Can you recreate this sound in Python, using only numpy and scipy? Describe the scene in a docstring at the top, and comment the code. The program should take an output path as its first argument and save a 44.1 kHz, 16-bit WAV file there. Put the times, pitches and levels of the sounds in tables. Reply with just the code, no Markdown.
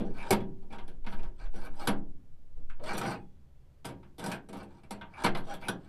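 """Outdoors, at the bed of a pickup: a plastic pipe is pushed down through bent metal clamps on the bed's wall,
pulled out and pushed in again. It ticks against the clamps, scrapes through them and knocks home.
Blows and rubbing are short noises and clicks that set off the ring of pipe, clamps and wall, with a brief rattle
between the sides of the bed. Gliding tones make the groans, fading tones the ring of the freed pipe,
and filtered noise the wind on the microphone and a distant hum."""
import sys
import numpy as np
from scipy import signal
from scipy.fft import rfft, irfft, next_fast_len
from scipy.io import wavfile

SR = 44100
rng = np.random.default_rng(int(sys.argv[2]) if len(sys.argv) > 2 else 0)


def wav_out(sig):
    """Save sig, one row per channel (or a flat mono array), as 16-bit PCM at SR to the path in sys.argv[1]."""
    wavfile.write(sys.argv[1], SR, np.round(np.clip(np.atleast_2d(sig).T, -1, 1) * 32767).astype(np.int16))


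N = 259308  # samples in the scene
RING = 32768  # samples in one ring
TIME = np.arange(N) / SR  # s
# a blow favours one of four notes of the pipe, by where it lands; the clamp strap answers near its own note
LOW_HZ, MID_HZ, SEATED_HZ, HIGH_HZ, STRAP_HZ = 777.5, 926, 1020, 1525, 2168

# edges of the boom, thump, knock, clack and tick ranges: low [Hz], high [Hz]
RANGES_HZ = [(90, 260), (260, 700), (700, 2000), (2000, 6000), (6000, 15000)]


def undb(db):
    """Turn decibels into gain."""
    return 10 ** (np.asarray(db) / 20)


def unit(x):
    """Scale to an average (rms) strength of 1."""
    return x / np.sqrt(np.mean(x ** 2))


def along(points, size):
    """Read (Hz, value) points at every bin of a spectrum, on a log-frequency axis."""
    hz, value = np.transpose(points)
    bin_hz = np.arange(size // 2 + 1) * SR / size
    return np.interp(np.log(np.maximum(bin_hz, 1)), np.log(hz), value)


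def tint(x, *curves):
    """Colour a sound with curves of (Hz, dB) points, which add up; nothing sounds ahead of its cause."""
    size = next_fast_len(len(x) // 2 + 1024) * 2
    total_db = sum(along(points, size) for points in curves)
    # folding the cepstrum makes the filter minimum-phase, so it acts only forward in time
    cepstrum = irfft(np.log(undb(total_db)), size)
    cepstrum[1:size // 2] *= 2
    cepstrum[size // 2 + 1:] = 0
    return irfft(rfft(x, size) * np.exp(rfft(cepstrum)), size)[:len(x)]


def outdoors():
    """Wind is very low noise in slow buffets; the distant hum is noise whose level wavers."""
    # strength of the wind, gusty at first and then calm: start_s [s], level_db [dB, ahead of the gain below]
    gusts = [(0.0, -38), (0.05, -35.5), (0.65, -46.5), (0.74, -47.5), (1.28, -29.5), (1.31, -41.5),
             (1.41, -33), (1.77, -35.5), (1.85, -38.5), (2.15, -39), (2.21, -54.5), (2.6, -38),
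             (3.19, -54.5), (5.21, -60), (5.31, -42), (5.88, -57)]
    # colour of the wind: pitch_hz [Hz], level_db [dB]
    wind_colour = [(2, -3.5), (8, 20.5), (20, -4), (35, -3.5), (60, -23), (120, -38.5), (300, -90.5)]
    # colour of the distant outdoor hum: pitch_hz [Hz], level_db [dB]
    hum_colour = [(24, -37.5), (40, -3.5), (75, 10), (101, -4), (139, 2), (162, -9), (317, -15.5),
                  (591, -20.5), (740, -24.5), (797, -25.5), (1130, -28.5), (1250, -30), (15500, -47)]
    wind_gain_db, hum_db, waver_db = 8, -59.3, 0.7

    wind_level_db = wind_gain_db + np.interp(TIME, *np.transpose(gusts))
    wind = unit(tint(rng.standard_normal(N), wind_colour)) * undb(wind_level_db)
    waver = np.interp(TIME, np.linspace(0, TIME[-1], 30), rng.standard_normal(30))
    hum = unit(tint(rng.standard_normal(N), hum_colour)) * undb(hum_db + waver_db * waver)
    return wind + hum


def fade(t60):
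    """Die away evenly in dB over one ring, by 60 dB in t60 seconds."""
    return np.exp(-np.log(1000) * np.arange(RING) / SR / np.maximum(t60, 1e-4))


def tone(hz, t60):
    """One struck mode: a single pitch that dies away."""
    return np.sin(2 * np.pi * hz * np.arange(RING) / SR) * fade(t60)


def rattles(count):
    """Dense reflections between the sides of the bed are fading noise; the treble dies first."""
    # how long the reflections last: pitch_hz [Hz], t60_s [s to fall by 60 dB]
    bed_t60 = [(100, 1), (260, 0.6), (700, 0.28), (1840, 0.23), (4850, 0.14), (12800, 0.12)]
    spectra = rfft(rng.standard_normal((count, RING)))
    centres = np.geomspace(80, 14000, 9)  # Hz
    hz, t60 = np.transpose(bed_t60)
    out = 0
    for centre, share in zip(centres, np.eye(len(centres))):
        band = irfft(spectra * along(np.c_[centres, share], RING))
        out = out + band * fade(np.interp(np.log(centre), np.log(hz), t60))
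    return out


def responses(count):
    """Answers to a touch at several places: a bright crack, ringing modes and partly alike reflections."""
    # ring of wall, pipe and clamps: pitch_hz [Hz], level_db [dB, before random scatter], t60_s [s]
    modes = [(122.4, -21.5, 0.66), (148, -24, 0.22), (180.3, -26.5, 0.63), (204.1, -18.5, 0.42),
             (282, -28, 0.65), (348.4, -27, 0.66), (385, -29, 0.66), (647.1, -23.5, 0.35),
             (788, -20.5, 0.11), (802, -27.5, .35), (942, -22.5, 0.35), (972, -30, 0.069),
             (1292, -17, 0.12), (1501, -27.5, 0.033), (1690, -31.5, 0.077), (1940, -32, 0.26),
             (2075, -24, 0.15), (2300, -14, 0.068), (3380, -17.5, 0.065), (5970, -19, 0.06),
             (7620, -15, .17), (7600, -10.5, 0.13), (10620, -21.5, 0.026), (11280, -2.5, 0.083)]
    crack_db, crack_t60_s, crack_hz = 9, 0.07, 6000
    rattle_db, scatter_db, build_s = -1, 3, 0.0017
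    alike = 0.59  # share of the reflections' power that all places have in common

    common, *own = rattles(count + 1)
    bed = np.sqrt(alike) * common + np.sqrt(1 - alike) * np.array(own)

    rings = np.array([undb(db) * tone(hz, t60) for hz, db, t60 in modes])
    shape = (count, len(modes))
    weights = undb(scatter_db * rng.standard_normal(shape)) * rng.choice([-1, 1], shape)

    # the metal strap cracks at once; plastic and wall take a few milliseconds to get going
    highpass = signal.butter(2, crack_hz, "high", fs=SR, output="sos")
    crack = signal.sosfilt(highpass, rng.standard_normal((count, RING)) * fade(crack_t60_s))
    swell = 1 - np.exp(-np.arange(RING) / SR / build_s)
    return undb(crack_db) * crack + swell * (undb(rattle_db) * bed + weights @ rings)


def formants(scatter_db):
    """Broad resonances as (Hz, dB) points; each point of contact favours different ones."""
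    # pipe wall and clamp straps: pitch_hz [Hz], width_hz [Hz], level_db [dB, before random scatter]
    resonances = [(920, 110, -1), (1590, 370, 6), (2370, 1000, 3.5), (3400, 910, 1.5), (4410, 630, 4),
                  (4960, 350, 2), (5803, 110, 11), (6300, 170, 1.5), (8300, 1100, 4), (8700, 220, 7),
                  (9400, 180, 14), (10445, 750, 14.5), (11490, 1300, 8.5), (12950, 2100, 4.5),
                  (14900, 1300, 8.5)]
    grid = np.arange(20, 17000, 40)  # Hz
    hz, width, db = np.transpose(resonances)
    bumps = 0.5 ** (2 * (grid[:, None] - hz) / width) ** 2
    return np.c_[grid, bumps @ (db + scatter_db * rng.standard_normal(len(db)))]


def slips(rate, size_db):
    """Sticking and slipping gives clicks at random moments, many small and a few large."""
    size = undb(size_db * np.minimum(rng.exponential(size=N), 4))
    clicks = rng.random(N) < rate / SR  # rate is clicks per second
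    return unit(clicks * size * rng.choice([-1, 1], N))


def moving_contact(push, count):
    """The contact jumps from place to place along the pipe; each rings in its own way, damped by the grip."""
    dwell_s, grip_t60_s = 0.045, 1.0
    place = (TIME / dwell_s).astype(int) % count
    out = np.zeros(N)
    for k, ring in enumerate(responses(count)):
        ring = tint(ring * fade(grip_t60_s), formants(scatter_db=4.5))
        out += signal.oaconvolve(push * (place == k), ring / np.linalg.norm(ring))[:N]
    return out


def scrapes():
    """The pipe speeds up, slides in tiny slips and brakes; the clamp's edge adds hiss as the speed grows."""
    # slides: start_s [s], speeding_up_s [s], full_speed_s [s],
    # rub_db and hiss_db [dB at full speed, ahead of filters and grip]
    slides = [(0.0, 0.05, .05, -49.5, -86), (0.11, 0.092, 0.089, -37, -71), (0.70, 0.023, 0.034, -42, -75),
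              (1.06, 0.034, 0.046, -43.5, -66.5), (1.21, .04, 0.019, -50.5, -93),
              (1.349, 0.054, 0.05, -46, -88.5), (1.519, 0.06, 0.022, -39.5, -67),
              (1.60, 0.033, 0.028, -38.5, -66), (1.722, 0.12, 0.042, -37, -61),
              (2.81, 0.086, 0.045, -30.5, -64), (2.928, 0.14, 0.032, -26.5, -55.5),
              (4.18, 0.077, 0.087, -34.5, -60), (4.55, 0.024, 0.047, -42.5, -83),
              (4.64, 0.11, 0.025, -55, -97), (5.08, .14, 0.013, -37.5, -68),
              (5.422, 0.086, 0.0044, -33, -67), (5.59, 0.037, 0.046, -38.5, -64.5),
              (5.759, 0.06, 0.092, -55, -85)]
    # colour of the sliding: pitch_hz [Hz], level_db [dB]
    rub_colour = [(40, -11.5), (120, -7.5), (200, 8), (400, 11), (900, 13), (2000, -2), (2400, 1),
                  (3500, -4), (5500, -11), (6700, -12), (8300, -2.5), (11300, -7), (12500, -4),
                  (14500, -10)]
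    braking_share = 0.45  # braking time over speeding-up time
    rub_power, hiss_power = 1.01, 1.6  # how steeply each grows with speed
    grip_db, grip_rate_hz, split_hz = 2, 45, 5200

    rub, hiss = np.zeros((2, N))
    for start, rise, hold, rub_db, hiss_db in slides:
        corners = start + np.cumsum([0, rise, hold, braking_share * rise])
        speed = np.interp(TIME, corners, [0, 1, 1, 0])
        rub += undb(rub_db) * speed ** rub_power
        hiss += undb(hiss_db) * speed ** hiss_power

    uneven = np.interp(TIME * grip_rate_hz, np.arange(N), rng.standard_normal(N))
    grip = undb(grip_db * uneven)
    lowpass = signal.butter(4, split_hz, fs=SR, output="sos")
    highpass = signal.butter(4, split_hz, "high", fs=SR, output="sos")
    dull = signal.sosfilt(lowpass, slips(rate=520, size_db=3.0) * rub)
    sharp = signal.sosfilt(highpass, slips(rate=8700, size_db=6.0) * hiss)
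    return tint(moving_contact((dull + sharp) * grip, count=11), rub_colour)


def chatter(ring, looseness, count):
    """A loose pipe rebounds a few times; one driven hard against the clamp is damped by it."""
    gap_s, bounce_db, seated_t60_s = 0.006, -4, 0.23
    out = ring.copy()
    lags = (np.cumsum(rng.uniform(0.5, 2, count)) * gap_s * SR).astype(int)
    for k, lag in enumerate(lags):
        bounce = looseness * undb(bounce_db * (k + 2.5)) * rng.choice([-1, 1])
        out[lag:] += bounce * ring[:RING - lag]
    held = (1 - looseness) * fade(seated_t60_s) + looseness
    return out * held * np.linalg.norm(ring) / np.linalg.norm(out)


def blow(ring, force_db, note, high_note):
    """One contact: it rebounds most if light, and favours two notes and the modes next to them."""
    note_db, note_t60_s = -14, 0.059
    high_note_db, high_note_t60_s = -16, 0.11
    lift_db, lift_octaves = 4, 0.04
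    loose_db, seated_db = -42, -25  # forces between which the rebounds weaken

    looseness = np.interp(force_db, [loose_db, seated_db], [1, 0.35])
    low_tone = undb(note_db) * tone(note, note_t60_s)
    high_tone = undb(high_note_db) * tone(high_note, high_note_t60_s)
    step = 2 ** lift_octaves
    lifts = [[(hz / step, 0), (hz, lift_db), (hz * step, 0)] for hz in (note, high_note)]
    struck = chatter(ring, looseness, count=3) + low_tone + high_tone
    return tint(struck, formants(scatter_db=3.5), *lifts)


def range_db(x):
    """Energy of a ring in each of the five ranges, in dB."""
    power = np.abs(rfft(x)) ** 2
    hz = np.arange(RING // 2 + 1) * SR / RING
    return np.array([10 * np.log10(power[(hz >= low) & (hz < high)].sum()) for low, high in RANGES_HZ])


def balance(force, hardness, weight, note_hz):
    """Strength of the five ranges in dB: weight shakes the wall, hardness makes the clamp tick."""
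    # higher notes ring more in the pipe, less in the strap: 3 dB an octave
    pipe_db = 3 * np.log2(note_hz / MID_HZ)
    boom = -3 + 0.75 * weight
    thump = -2.54 + 1.0 * weight + 0.32 * hardness
    knock = 0.35 + pipe_db
    clack = 0.5 - pipe_db + 0.18 * hardness
    tick = -13 + hardness
    return force + np.array([boom, thump, knock, clack, tick])


def wall(x):
    """The heavy wall takes some milliseconds to answer, so its boom near 185 Hz comes late."""
    # taking away twice the peak makes an all-pass: a delay around that pitch, no change of level
    return x - 2 * signal.lfilter(*signal.iirpeak(185, 2.4, fs=SR), x)


def knocks():
    """Every blow rings pipe, strap and wall, its notes a little shifted by the grip."""
    # pipe meets clamp: start_s [s], force_db [dB], hardness_db [dB, treble over force],
    # weight_db [dB, shaking of the wall over force], note_hz [Hz, before random detuning]
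    hits = [ (0.0014, -47.5, -13, 21, LOW_HZ), (0.1004, -63.5, -19, 18, LOW_HZ),
            (0.3065, -27, 6.5, 3.5, LOW_HZ), (0.3249, -31, 3.5, -3.5, MID_HZ),
            (0.403, -50.5, -13.5, 12, MID_HZ), (0.425, -60.5, -19, 17.5, LOW_HZ),
            (0.6254, -68.5, -11, 14, LOW_HZ), (0.7032, -56, -21, 11, LOW_HZ),
            (0.7264, -48.5, -11, 2, LOW_HZ), (0.7839, -46, -18, -4, LOW_HZ), (0.8783, -56, 0, 6, LOW_HZ),
            (1.044, -54.5, -27, 6, MID_HZ), (1.065, -40.5, -17.5, -4.5, MID_HZ),
            (1.124, -44.5, -19, 2.5, MID_HZ), (1.1912, -53, -12, 5.5, LOW_HZ),
            (1.2303, -52.5, -8.5, 3.5, LOW_HZ), (1.5387, -60.5, -10, 19, MID_HZ),
            (1.5593, -59.5, 6, 0, LOW_HZ), (1.6503, -62, 9.5, 7, LOW_HZ), (1.873, -27.5, 2.5, -4, HIGH_HZ),
            (1.8854, -35, -8, 3.5, LOW_HZ), (2.572, -71.5, -9, 16.5, LOW_HZ),
            (2.6966, -49, -18.5, -27, HIGH_HZ), (2.7949, -53.5, -44, 9, MID_HZ),
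            (2.837, -48, -3, 2.5, LOW_HZ), (2.8712, -45, -8, -6, MID_HZ), (2.9327, -46, 2, 9, MID_HZ),
            (2.9785, -40, 9, -1, LOW_HZ), (3.013, -34, -10, -4, HIGH_HZ), (3.0491, -34, -32.5, 4, LOW_HZ),
            (3.8461, -42, -7, 2, LOW_HZ), (3.8528, -47, 10.5, -4, HIGH_HZ),
            (3.8885, -49.5, -2, 5.5, MID_HZ), (4.0288, -58, -20, -2, MID_HZ),
            (4.1823, -52, 5.5, 6.5, LOW_HZ), (4.1944, -46, 2, 3, MID_HZ), (4.2394, -39, -0.5, 0, HIGH_HZ),
            (4.2612, -39, 3, -1, MID_HZ), (4.316, -35.5, -3, -10, LOW_HZ), (4.4879, -54, 2, 10.5, LOW_HZ),
            (4.529, -49, 0, 7, HIGH_HZ), (4.5556, -46.5, -26, 4, MID_HZ), (4.568, -57, 6.5, 0, MID_HZ),
            (4.6297, -58.5, 1, 9, MID_HZ), (4.8339, -59, -7, 1.5, LOW_HZ), (4.908, -41, 2, -2, LOW_HZ),
            (5.012, -40.5, -28, -8, HIGH_HZ), (5.237, -35.5, 0.5, 1, SEATED_HZ),
            (5.2438, -25, -6, -4.5, SEATED_HZ), (5.261, -26, -11.5, -5, MID_HZ),
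            (5.3489, -34, -14, -2.5, SEATED_HZ), (5.3707, -44, -1, -3, MID_HZ), (5.5384, -48, 5, 0, MID_HZ),
            (5.621, -46.5, -25, 1, MID_HZ), (5.684, -30, 2, -6, HIGH_HZ), ]
    # colour common to all blows: pitch_hz [Hz], level_db [dB]
    hit_colour = [(30, -20), (90, -10.5), (190, 0), (400, 1), (900, -0.5), (1900, -9.5), (3300, -6),
                  (5600, -8.5), (6700, -11), (8300, -6.5), (11300, -14.5), (12300, -15.5), (14500, -25),
                  (16000, -20.5)]
    note_spread, strap_spread = 0.022, 0.076  # random detuning, as a share of the pitch

    detune = np.exp(rng.standard_normal((len(hits), 2)) * [note_spread, strap_spread])
    blows = []
    for (_, force, _, _, note), (pipe, strap), ring in zip(hits, detune, responses(len(hits))):
        blows.append(blow(ring, force, note * pipe, STRAP_HZ * strap))

    energy_db = np.array([range_db(x) for x in blows])
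    spread_db = energy_db - energy_db.mean(axis=0)
    low, high = np.transpose(RANGES_HZ)
    centre_hz = np.sqrt(low * high)
    width_db = 10 * np.log10((high - low) / (SR / 2))
    out = np.zeros(N + RING)
    # the force of a blow sets its strength in each range, however its modes happen to add up
    for (s, *contact), x, own_db in zip(hits, blows, spread_db):
        start = max(int(s * SR), 0)
        level_db = balance(*contact) - width_db - own_db
        out[start:start + RING] += tint(x, np.c_[centre_hz, level_db])
    return wall(tint(out[:N], hit_colour))


def groans():
    """Where the pipe binds, sticking and slipping fall into a rough pitch that rises as it speeds up."""
    # one table a groan: start_s [s], pitch_hz [Hz], level_db [dB, before flutter],
    # roughness [0-1, random wander as a share of the pitch]
    groan_tables = [
        [(2.785, 444, -76, 0.23), (2.805, 508, -49, 0.38), (2.845, 621, -38, 0), (2.89, 631, -54, 0.03),
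         (2.92, 720, -40, 0.19), (2.96, 740, -59, 0)],
        [(5.12, 1100, -66, 0.32), (5.18, 1300, -48, 0.19), (5.235, 1390, -49, 0.12)],
    ]
    flutter, rate_hz = 0.28, 800
    steps = np.arange(0, N / SR, 1 / rate_hz)
    walks = rng.standard_normal((len(steps), 2)).T
    pitch_walk, size_walk = (np.interp(TIME, steps, walk) for walk in walks)
    out = np.zeros(N)
    for groan in groan_tables:
        s, hz, db, rough = np.transpose(groan)
        pitch = np.interp(TIME, s, hz) * (1 + np.interp(TIME, s, rough) * pitch_walk)
        phase = 2 * np.pi * np.cumsum(pitch) / SR
        # silent outside the table's times
        out += np.sin(phase) * undb(np.interp(TIME, s, db, left=-np.inf, right=-np.inf))
    return out * (1 + flutter * size_walk)


def withdrawal():
    """Pipe and loose clamp sing faintly as they come free; modes close in pitch beat."""
    # fading tones: start_s [s], pitch_hz [Hz], level_db [dB], t60_s [s]
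    free_rings = [(3.06, 8500, -65, 0.39), (3.08, 807, -36, 0.34), (3.15, 3380, -80.5, 1),
                  (3.149, 3410, -73.5, 0.8), (3.15, 3410, -78, 1)]
    out = np.zeros(N)
    for s, hz, db, t60 in free_rings:
        start = int(s * SR)
        out[start:start + RING] += undb(db) * tone(hz, t60)
    return out


def scene():
    """Open air, scrapes, knocks, groans and free ringing add up at one microphone."""
    return (outdoors() + scrapes() + knocks() + groans() + withdrawal())[None]


def record(dry):
    """A steep low-pass filter cuts the top of the treble, above 15150 Hz."""
    lowpass = signal.ellip(10, 0.2, 80, 15150, fs=SR, output="sos")
    return signal.sosfilt(lowpass, dry)


dry = scene()
out = record(dry)
wav_out(out)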